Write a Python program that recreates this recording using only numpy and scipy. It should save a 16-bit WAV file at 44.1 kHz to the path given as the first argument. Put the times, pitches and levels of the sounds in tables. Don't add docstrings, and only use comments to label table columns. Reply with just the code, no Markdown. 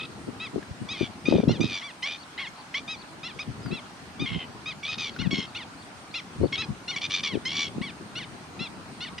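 import sys
import numpy as np
from scipy import signal
from scipy.fft import rfft, irfft
from scipy.io import wavfile
from scipy.ndimage import uniform_filter1d

SR = 44100
rng = np.random.default_rng(int(sys.argv[2]) if len(sys.argv) > 2 else 0)


def generate_wav(signal):
    frames = np.transpose(np.atleast_2d(signal))
    scaled = np.clip(frames, -1, 1) * 32767
    pcm = np.round(scaled).astype(np.int16)
    wavfile.write(sys.argv[1], SR, pcm)


N = 405719

# start t/s, length t/s, rise to the top t/s, top level/dB, start f/Hz (before the scoop),
# top f/Hz (before the scoop), share of pitch lost in a register break, end f/Hz,
# extra treble above 3 kHz at the top level/dB per octave
YELP_CALLS = [ (0.398, 0.085, 0.041, -34.5, 1260, 1314, 0, 950, 3),
              (0.886, 0.091, 0.048, -33, 1154, 1295, 0.11, 1026, 14),
              (1.482, 0.097, 0.039, -34.5, 1340, 1422, .25, 762, 13.5),
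              (1.811, 0.11, 0.047, -38.5, 974, 1163, 0, 770, 9),
              (2.376, 0.097, 0.033, -32.5, 990, 1113, 0, 770, 0.5),
              (2.877, 0.081, 0.041, -33.5, 1224, 1290, 0, 1100, 12.5),
              (3.23, 0.092, 0.047, -35.5, 1234, 1390, 0.26, 736, 8),
              (3.711, 0.093, 0.039, -36.5, 1302, 1364, 0, 983, 3.5),
              (4.194, 0.091, 0.027, -33.5, 1156, 1234, 0, 1030, 7.5),
              (4.657, 0.075, 0.036, -32.5, 1224, 1279, 0, 910, 8),
              (5.187, 0.091, 0.033, -33.5, 1316, 1462, 0.22, 790, 8.5),
              (5.547, 0.097, 0.03, -33.5, 1210, 1473, 0.17, 763.6, 10),
              (6.139, 0.069, 0.025, -31, 1133, 1400, 0, 930, 10.5),
              (6.576, .077, 0.046, -29, 1266, 1324, 0.34, 805, 13),
              (6.878, 0.08, 0.036, -30, 1403, 1463, 0.21, 950, 14),
              (7.266, 0.1, 0.019, -33.5, 1065, 1131, 0, 703, 8),
              (7.814, 0.099, 0.025, -35, 892, 1143, 0, 705, 6),
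              (8.153, 0.1, 0.038, -33, 1340, 1483, 0.21, 685, 10),
              (8.591, 0.09, 0.044, -34, 1300, 1384, 0, 1046, 6.5),
              (9.004, 0.092, 0.045, -34, 1363, 1487, 0.3, 676, 10), ]
# f/Hz, relative level/dB
YELP_THROAT_COLOUR = [(350, -53), (600, -14), (1080, -9.5), (1450, -11), (2020, 3), (2830, 0.5),
                      (3590, 0.5), (4510, -10.5), (5990, -21), (6480, -26.5), (9000, -77), (11700, -49),
                      (19800, -120)]
# from t/s, to t/s
HOARSE_SPANS = [(1.51, 1.526), (5.212, 5.228), (6.622, 6.636), (1.815, 1.832), (2.386, 2.428)]
YELP_SWELL_DB, YELP_FADE_DB = 2.5, 8
BREAK_DB, LOW_FADE_DB, BREAK_S = 5.5, 3.5, 0.0089
YELP_RISE, YELP_FALL, LOW_FALL, FADE_CURVE = 2.08, 1.9, 1, 0.7
YELP_DULLING = 0.89


def yelp(start, length, rise_s, top_db, start_hz, top_hz, drop, end_hz, tilt_db):
    u = np.arange(0, length, 1 / SR)
    t = start + u
    broken = drop > .1
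    after_hz = top_hz * (1 - drop * broken)
    hz = arch(u, rise_s, start_hz, top_hz, after_hz, end_hz, YELP_RISE, LOW_FALL if broken else YELP_FALL)
    hz = uniform_filter1d(hz, size=70, mode="nearest")
    hz = hz * (1 - 0.056 * np.exp(-u / 0.0077))

    after_db = top_db - BREAK_DB * broken
    end_db = after_db - (LOW_FADE_DB if broken else YELP_FADE_DB)
    level_db = arch(u, rise_s, top_db - YELP_SWELL_DB, top_db, after_db, end_db, 1.0, FADE_CURVE)
    level_db = uniform_filter1d(level_db, round(BREAK_S * SR), mode="nearest")
    tilt_db = tilt_db - YELP_DULLING * (top_db - level_db)

    hoarse = sum((t > first) & (t < last) for first, last in HOARSE_SPANS)
    hoarse = uniform_filter1d(hoarse * 1., size=150)
    multiples = np.arange(2, 16) / 2
    half_db = -26 + 21 * np.clip((hz - 1170) / 130, 0, 1)
    half_db = half_db + hoarse * (-3 - half_db)
    half_db = half_db - 7 * abs(multiples[:, None] - 2.6) - 1
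    weights = np.where(multiples[:, None] % 1 > 0, amp(half_db), 1)
    voice = stack(hz, YELP_THROAT_COLOUR, tilt_db, multiples, weights, 0.14 + 0.26 * hoarse)
    return amp(level_db) * edges(t, 0.0037, 0.0053) * voice


# start t/s, length t/s, opening level/dB, body level/dB, start f/Hz,
# rise to the top t/s, top f/Hz, end f/Hz, first shut of the throat after the start t/s, beats f/Hz,
# extra treble above 3 kHz level/dB per octave, clear opening t/s, depth of the roll 0-1
ROLLED_CALLS = [ (-.02, 0.087, -34.5, -37, 1215, 0.094, 1318, 1270, 0.0052, 46, -19, 0.027, 0.48),
                (0.932, 0.15, -46, -40, 1260, 0.012, 1264, 1134, 0.0036, 95, -2.5, .01, 0.6),
                (1.252, 0.2, -28.5, -40, 1196, 0.069, 1280, 1160, 0.0052, 79, 0, 0.037, 0.66),
                (1.604, .21, -28.5, -41.5, 1120, 0.056, 1290, 1117, 0.014, 91, 3.5, 0.033, 0.7),
                (2.023, .15, -28.5, -33.5, 960, 0.11, 1230, 1250, 0.0092, 81, -1, 0.037, 0.52),
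                (2.467, 0.02, -34, -41, 980, 0.016, 1095, 1086, .0036, 82, -12, 0.018, .3),
                (2.739, 0.07, -26, -35, 962, 0.065, 1200, 1240, 0.0047, 88, -3.5, 0.032, 0.56),
                (3.387, 0.055, -31.5, -43, 985, 0.028, 1260, 1220, .0015, 79, -2, .033, .7),
                (4.255, 0.14, -32, -40, 1022, 0.048, 1115, 1040, 0.004, 72, -13, 0.022, 0.57),
                (4.385, 0.072, -40, -37.5, 1056, 0.03, 1057, 1002, 0.016, 82, -19, 0.0071, 0.65),
                (4.828, 0.14, -33.5, -40, 1102, 0.11, 1270, 1220, 0.0084, 78, 0, 0.021, 0.83),
                (4.978, .13, -34, -31.5, 1273, 0.022, 1280, 1090, 0.0018, 81, 6, 0.0076, 0.53),
                (5.307, 0.16, -28, -32.5, 1110, 0.021, 1110, 1056, 0.012, 85, 1.5, 0.029, 0.39),
                (6.523, 0.068, -26, -37, 1065, 0.025, 1106, 1140, 0.0042, 80, -2.5, 0.031, 0.9),
                (6.958, 0.046, -26.5, -52, 1124, .021, 1135, 1140, 0.0017, 90, 2, 0.018, 0.72),
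                (7.009, 0.066, -35, -27, 1140, 0.063, 1220, 1205, 0.0071, 91, 2, 0.0056, 0.7),
                (7.096, .12, -35, -28.5, 1156, 0.06, 1205, 1180, 0.0086, 92, 5.5, 0.0049, 0.9),
                (7.23, 0.07, -30, -29, 1220, 0.0074, 1244, 1090, 0.003, 79, 4.5, 0.0043, 0.59),
                (7.451, .24, -27.5, -38.5, 1006, 0.15, 1172, 1100, 0.00054, 80, 5, 0.0308, 0.71),
                (9.179, 0.016, -31, -39, 880, 0.019, 1044, 1080, 0.0063, 75, -1.5, 0.0094, 0.5), ]
# f/Hz, relative level/dB
ROLL_THROAT_COLOUR = [(530, -46), (900, -17), (1200, -8.5), (2300, 7), (3480, 1.5), (4150, -4), (4800, -5),
                      (5750, -5), (6700, -17), (9720, -50), (11100, -38), (13000, -60)]
# middle t/s, gain level/dB, half length t/s, depth taken away
BREATH_SURGES = [(1.035, 8, 0.035, 0.37), (1.76, 13, 0.061, 0.35), (4.35, 8, 0.026, 0.27),
                 (4.895, 10, 0.016, 0.68), (4.936, 13, 0.021, 0.2), (7.049, 4.5, 0.014, 0.28),
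                 (7.145, 7, 0.0091, 0.73), (7.628, 13.5, 0.087, 0.29), (0.046, 3, 0.015, 0.18)]
OPENING_S, ROLL_FADE_DB, ROLL_FADE_CURVE = 0.043, 12.5, 3
ROLL_RISE, ROLL_FALL = 2.5, 1.1
PITCH_WAVER, DEPTH_WAVER = .007, .09
DEEPER_PER_FADE_DB = .025
HALF_PER_DEPTH, THINNING = .3, 0.59
PUFF_S, PUFF_DB = 0.0051, -13


def roll(start, length, opening_db, body_db, start_hz, rise_s, top_hz, end_hz,
         shut_s, per_s, tilt_db, clear_s, depth):
    t = np.arange(0, length, 1 / SR)
    hz = arch(t, rise_s, start_hz, top_hz, top_hz, end_hz, ROLL_RISE, ROLL_FALL)
    hz = hz * (1 + PITCH_WAVER * drift(len(t), size=600))

    head_db = (opening_db - body_db) * np.exp(-(t / OPENING_S) ** 2)
    fade_db = ROLL_FADE_DB * (t / length) ** ROLL_FADE_CURVE
    surge_db, calm = sum([[db], [less]] * np.exp(-((start + t - s) / half_s) ** 2)
                         for s, db, half_s, less in BREATH_SURGES)
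    level_db = body_db + head_db + surge_db - fade_db
    depth = depth - calm + DEEPER_PER_FADE_DB * fade_db
    depth = depth * (1 - np.exp(-(t / clear_s) ** 6))
    depth = np.clip(depth + DEPTH_WAVER * drift(len(t), size=700), 0, 1)

    beats = per_s * (t - shut_s) + .04 * drift(len(t), size=500)
    beat = beats % 1
    luck = rng.random((2, 40))[:, np.floor(beats).astype(int) % 40]
    choke = np.exp(-(np.minimum(beat, 1 - beat) / (0.12 + .2 * depth)) ** 2)
    throb = 1 - np.clip(1.6 * depth, 0, .97) * choke
    throb = throb / np.sqrt(uniform_filter1d(throb ** 2, size=540))
    throb = throb * amp(4.4 * depth * uniform_filter1d(luck[0] - .5, size=60))
    restart = uniform_filter1d(np.exp(-beat / .28) * (.6 + .7 * luck[1]), size=40)
    restart = restart * np.clip(1.5 * depth, 0, 1)

    multiples = np.arange(2, 24) / 2
    puff = np.clip((PUFF_S - t) * 1000 + .5, 0, 1)
    split = puff + HALF_PER_DEPTH * depth + 0.45 * restart
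    split = split * np.exp(-((multiples[:, None] - 3.1) / 1.7) ** 2)
    whole = 1 - THINNING * depth * (multiples[:, None] != 3)
    weights = np.where(multiples[:, None] % 1 > 0, split, whole)
    fuzz = .08 + .27 * depth + puff
    tone = stack(hz * (1 - .09 * restart), ROLL_THROAT_COLOUR, tilt_db, multiples, weights, fuzz)
    voice = throb * tone + rasp(hz, tilt_db, beats, depth, luck[1])
    return amp(level_db + PUFF_DB * puff) * edges(t, 0.0023, 0.0062) * voice


RASP_LEAD, RASP_SPAN, RASP_SAG, RASP_DB = .12, .6, .18, -1.5


def rasp(hz, tilt_db, beats, depth, luck):
    slip = np.clip((beats + RASP_LEAD) % 1 / RASP_SPAN, 0, 1)
    sliding_hz = hz * (1 - RASP_SAG * (1 - slip))
    multiples, weights = np.array([3, 3.5, 4, 5]), [[1], [.4], [1], [.3]]
    rough = stack(sliding_hz, ROLL_THROAT_COLOUR, tilt_db, multiples, weights, .33)
    strength = np.clip(2 * depth, 0, 1) * uniform_filter1d(0.63 + 0.7 * luck, size=90)
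    return amp(RASP_DB) * strength * np.sin(np.pi * slip) * rough


def stack(hz, throat, tilt_db, multiples, weights, fuzz):
    order = multiples[:, None]
    turns, partial_hz = np.cumsum(hz) / SR, order * hz
    treble_db = tilt_db * np.log2(np.maximum(partial_hz / 3000, 1))
    gains = amp(read(throat, partial_hz) + treble_db) * weights
    gains = gains * amp(2.4 * drift(gains.shape, size=450))
    gains = gains / np.sqrt((gains ** 2).sum(0) / 2)
    shimmer = 1 + fuzz * (drift(gains.shape, size=30) + 1j * drift(gains.shape, size=30))
    waves = -np.exp(1j * order * (2 * np.pi * turns - 0.12 * order))
    return (gains * shimmer * waves).real.sum(0)


def arch(u, rise_s, start, top, after, end, up, down):
    climb = np.clip(1 - u / rise_s, 0, 1)
    sink = np.clip((u - rise_s) / (u[-1] - rise_s + 1e-4), 0, 1)
    return np.where(u < rise_s, top - (top - start) * climb ** up, after - (after - end) * sink ** down)


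# t/s, level/dB
GUST_LEVELS = [(0, -44.5), (1.2, -47), (1.3, -30), (1.65, -34.5), (1.85, -61.5), (2.3, -55.5), (3.4, -48),
               (3.7, -42), (3.9, -53), (4.3, -45.5), (4.7, -48), (5.3, -45.5), (5.55, -50), (6.25, -51),
               (6.43, -39), (6.8, -47.5), (7.9, -42), (8.1, -46.5), (9.2, -46)]
# middle t/s, level/dB, left-right level/dB, length t/s (window is 2.2 times this,
# 4000 samples at most), f/Hz
EDDY_THUDS = [(0.288, -30, 5, 0.024, 264), (0.564, -26.5, 10, 0.05, 289), (0.711, -33.5, -1, 0.017, 128),
              (0.824, -30.5, 6, 0.038, 178), (1.011, -24, 13.5, 0.0066, 280), (1.03, -28.5, 13, 0.013, 214),
              (1.287, -22.5, 17.5, 0.0098, 262), (1.313, -23, -1, 0.01, 230),
              (1.326, -21.5, 14, 0.0065, 404), (1.338, -18.5, 5, 0.011, 290), (1.355, -15.5, 3, 0.019, 276),
              (1.385, -26, 14, 0.0059, 374), (1.394, -21.5, 11, .01, 223), (1.404, -30, -13, 0.007, 327),
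              (1.434, -26, 15.5, .008, 304), (1.478, -16, 9, .014, 202), (1.496, -28, -17.5, 0.0057, 396),
              (1.508, -22.5, -14, 0.0122, 230), (1.524, -27.5, -9, 0.009, 181),
              (1.605, -23.5, -14.5, 0.014, 258), (1.64, -26, -12, 0.008, 270),
              (1.655, -29, -7, 0.0094, 195), (3.491, -30.5, 7, 0.033, 149), (3.66, -31, 10, 0.039, 176),
              (3.724, -28.5, 11, 0.05, 228), (4.225, -26.5, 8, 0.047, 200), (4.317, -33, -11, 0.0291, 147),
              (4.362, -28.5, -9, 0.028, 190), (5.215, -37.5, 24, 0.054, 163), (5.261, -26, 19.5, 0.05, 172),
              (5.33, -25.5, 10, 0.036, 253), (5.387, -28, 9, 0.025, 241), (6.41, -24, 5, 0.0389, 112),
              (6.434, -20.5, 13.5, 0.05, 288), (6.704, -28, 7.5, 0.037, 140), (7.337, -30.5, 8, 0.03, 223),
              (7.356, -27.5, 12.5, .007, 292), (7.372, -30, 11, 0.0083, 273), (7.783, -27, 4.5, 0.05, 203),
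              (8.613, -33, 10, 0.02, 210)]
# f/Hz, relative level/dB per Hz
WIND_COLOUR = [(12, -80), (20, -31.5), (95, -4), (198, -2.5), (275, -6), (394, -8.5), (1500, -44.5),
               (1950, -60), (3300, -120)]


def wind():
    s, level_db = np.transpose(GUST_LEVELS)
    t, hz = np.arange(N) / SR, np.fft.rfftfreq(N, 1 / SR)
    own, shared = rng.standard_normal((2, N)), rng.standard_normal(N)
    lumps = amp(1.25 * drift((2, N), size=500) + 2.2 * drift(N, size=900))
    rumble = evened(irfft(rfft((own + 1.75 * shared) * lumps) * amp(read(WIND_COLOUR, hz)), N))
    out = rumble * amp(np.interp(t, s, level_db) + np.array([[1.2], [-1.2]]))
    draws = rng.random((len(EDDY_THUDS), 3, 4000))
    for (middle, db, pan_db, length, thud_hz), draw in zip(EDDY_THUDS, draws):
        burst = eddy(length, thud_hz, draw)
        power = uniform_filter1d(burst ** 2, size=600).max(1, keepdims=True)
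        port_db = db + np.array([[.5], [-.5]]) * pan_db
        add(out, middle - len(eddy_window(length)) / 2 / SR, amp(port_db) * burst / np.sqrt(power))
    return out


def eddy_window(length):
    return np.hanning(min(round(2.2 * length * SR), 4000))


def eddy(length, thud_hz, draw):
    window, u = eddy_window(length), np.arange(1200) / SR
    draw = draw[:, :len(window)]
    pushes = (draw < 250 / SR) * (draw * SR / 125 - 1)
    pushes[:, len(window) // 2 - 80] = 0.65
    pushes = (pushes[:2] + 0.11 * pushes[2]) * window
    turns = thud_hz * u
    push = turns ** 1.94 * np.exp(-turns / 0.23) * np.cos(2 * np.pi * turns)
    burst = signal.fftconvolve(pushes, push[None], axes=1)
    bass_cut = signal.butter(2, 0.35 * thud_hz, "high", fs=SR, output="sos")
    return signal.sosfilt(bass_cut, burst)


# t/s from its start, f/Hz, relative level/dB
TWITTER_PHRASE = [(0, 3710, -2), (.008, 4330, 1), (.018, 4170, -2), (.021, 4850, -6), (.027, 4730, -4),
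                  (.037, 4290, 4), (.044, 4550, -6), (.052, 4630, 4.5), (.068, 3070, -1)]
# start t/s, level/dB
TWITTER_STARTS = [(2.176, -49.5), (2.555, -53.5), (2.964, -49.5), (5.086, -52), (5.44, -55), (5.769, -54),
                  (6.107, -50), (6.418, -51)]
# start t/s, length t/s, start f/Hz, end f/Hz, level/dB
THIN_WHISTLES = [(2.478, .02, 6700, 6140, -53), (3.616, 0.098, 5200, 4340, -49.5)]
# start t/s, level/dB of the tone before its decay, f/Hz
DRY_TAPS = [(0.627, -34.5, 1680), (3.661, -32.5, 1390), (5.163, -29.5, 1490)]


def far_birds():
    out = np.zeros(N)
    t, hz, shape_db = columns(TWITTER_PHRASE)
    for s, db in TWITTER_STARTS:
        add(out, s, amp(db + shape_db) * edges(t, .003, 0.0027) * sweep(hz))
    for s, length, start_hz, end_hz, db in THIN_WHISTLES:
        glide = np.linspace(start_hz, end_hz, round(length * SR))
        add(out, s, amp(db) * signal.windows.tukey(len(glide), .6) * sweep(glide))
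    u = np.arange(900) / SR
    for s, db, tap_hz in DRY_TAPS:
        crack = .3 * drift(len(u), size=5) * np.exp(-u / .007)
        knock = np.sin(2 * np.pi * tap_hz * u) * np.exp(-u / 0.0034)
        add(out, s, amp(db) * np.clip(u / 0.00035, 0, 1) * (crack + knock))
    return out


def echoes(x):
    t = np.arange(6000) / SR
    sparse = rng.standard_normal((2, len(t))) * (rng.random((2, len(t))) < .05)
    taps = sparse * amp(-60 * t / 0.11) * (t > .002)
    return signal.oaconvolve(x[None], taps / np.linalg.norm(taps[0]), axes=1)[:, :N]


# f/Hz, relative level/dB per Hz
SHORE_COLOUR = [(18, -57), (30, -28), (53, -17.5), (243, -5), (277, -2.5), (379, -15.5), (575, -10.5),
                (747, -6), (1440, -7.5), (1720, -11.5), (3400, -17), (3770, -18), (4190, -17),
                (8710, -27.5), (15500, -47)]
# f/Hz, left-right likeness (1 is the same)
PORT_LIKENESS = [(100, 1), (500, 0.76), (1500, 0.011), (4000, 0.036), (10000, 0.043)]
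SHORE_DB = -46


def shore():
    frames, hz = N // 256 + 5, np.fft.rfftfreq(1024, 1 / SR)
    a, b, c, d, patches = rng.standard_normal((frames, 513, 5)).T
    patches = evened(uniform_filter1d(uniform_filter1d(patches, size=10, axis=0), size=10, axis=1))
    same = np.clip(read(PORT_LIKENESS, hz), -1, 1)[:, None]
    left = a + 1j * b
    right = same * left + np.sqrt(1 - same ** 2) * (c + 1j * d)
    level_db = read(SHORE_COLOUR, hz)[:, None] + 1.52 * patches + 0.058 * drift(frames, size=40)
    spectra = np.array([left, right]) * amp(level_db)
    return amp(SHORE_DB) * evened(signal.istft(spectra, nperseg=1024, noverlap=768)[1][:, :N])


# t/s, level/dB
INSECT_LEVELS = [(0.0, -63), (1.53, -65.5), (1.9, -62.5), (2.46, -67), (5.3, -68), (5.84, -64),
                 (9.2, -62.5)]
INSECT_HZ, INSECT_WIDTH_HZ = 8720, 610


def insects():
    hz = np.fft.rfftfreq(N, 1 / SR)
    bell = np.exp(-((hz - INSECT_HZ) / INSECT_WIDTH_HZ) ** 2)
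    band = irfft(rfft(rng.standard_normal((2, N))) * bell, N)
    swell_db = np.interp(np.arange(N) / SR, *np.transpose(INSECT_LEVELS))
    return amp(swell_db + 1.8 * drift(N, size=2000)) * evened(band)


def amp(db):
    return 10 ** (np.asarray(db) / 20)


def evened(x):
    return x / np.sqrt(np.mean(x ** 2) + 1e-20)


def read(points, hz):
    f, value = np.transpose(points)
    return np.interp(np.log(hz + 1), np.log(f + 1), value)


def add(mix, s, sound):
    sound = sound[..., max(-round(s * SR), 0):]
    part = mix[..., max(round(s * SR), 0):][..., :len(sound.T)]
    part += sound[..., :len(part.T)]


def drift(shape, size):
    return evened(uniform_filter1d(uniform_filter1d(rng.standard_normal(shape), size), size))


def columns(rows):
    s, *rest = np.transpose(rows)
    t = np.arange(s[0], s[-1], 1 / SR)
    return [t] + [uniform_filter1d(np.interp(t, s, c), size=200, mode="nearest") for c in rest]


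def edges(t, rise, fall):
    return np.clip((t - t[0]) / rise, 0, 1) * np.clip((t[-1] - t) / fall, 0, 1)


def sweep(hz):
    return np.sin(2 * np.pi * np.cumsum(hz) / SR)


# f/Hz, lag in radians
LEFT_LAG = [(2500, 0.18), (5500, 0.57), (9000, 1)]
# f/Hz, left-right level/dB
LEFT_RIGHT_TILT = [(2400, -1), (4400, 2)]


def ports(x):
    hz, side = np.fft.rfftfreq(N, 1 / SR), np.array([[.5], [-.5]])
    response = amp(side * read(LEFT_RIGHT_TILT, hz)) * np.exp(-1j * side * read(LEFT_LAG, hz))
    return irfft(rfft(x) * response, N)


def scene():
    yelps, rolls, far = np.zeros(N), np.zeros(N), far_birds()
    for row in YELP_CALLS:
        add(yelps, row[0], yelp(*row))
    for row in ROLLED_CALLS:
        add(rolls, row[0], roll(*row))
    direct = yelps * amp([[.3], [-.3]]) + rolls + far * amp([[1.5], [-1.5]])
    return ports(direct) + amp(-12) * echoes(yelps + rolls + far) + shore() + insects() + wind()


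EDGE_HZ = 15650


def record(dry):
    cut = signal.sosfilt(signal.butter(2, 45, "high", fs=SR, output="sos"), dry)
    band_limit = signal.firwin(2047, EDGE_HZ, window=("kaiser", 9), fs=SR)
    return signal.oaconvolve(cut, band_limit[None], "same")


dry = scene()
out = record(dry)
generate_wav(out)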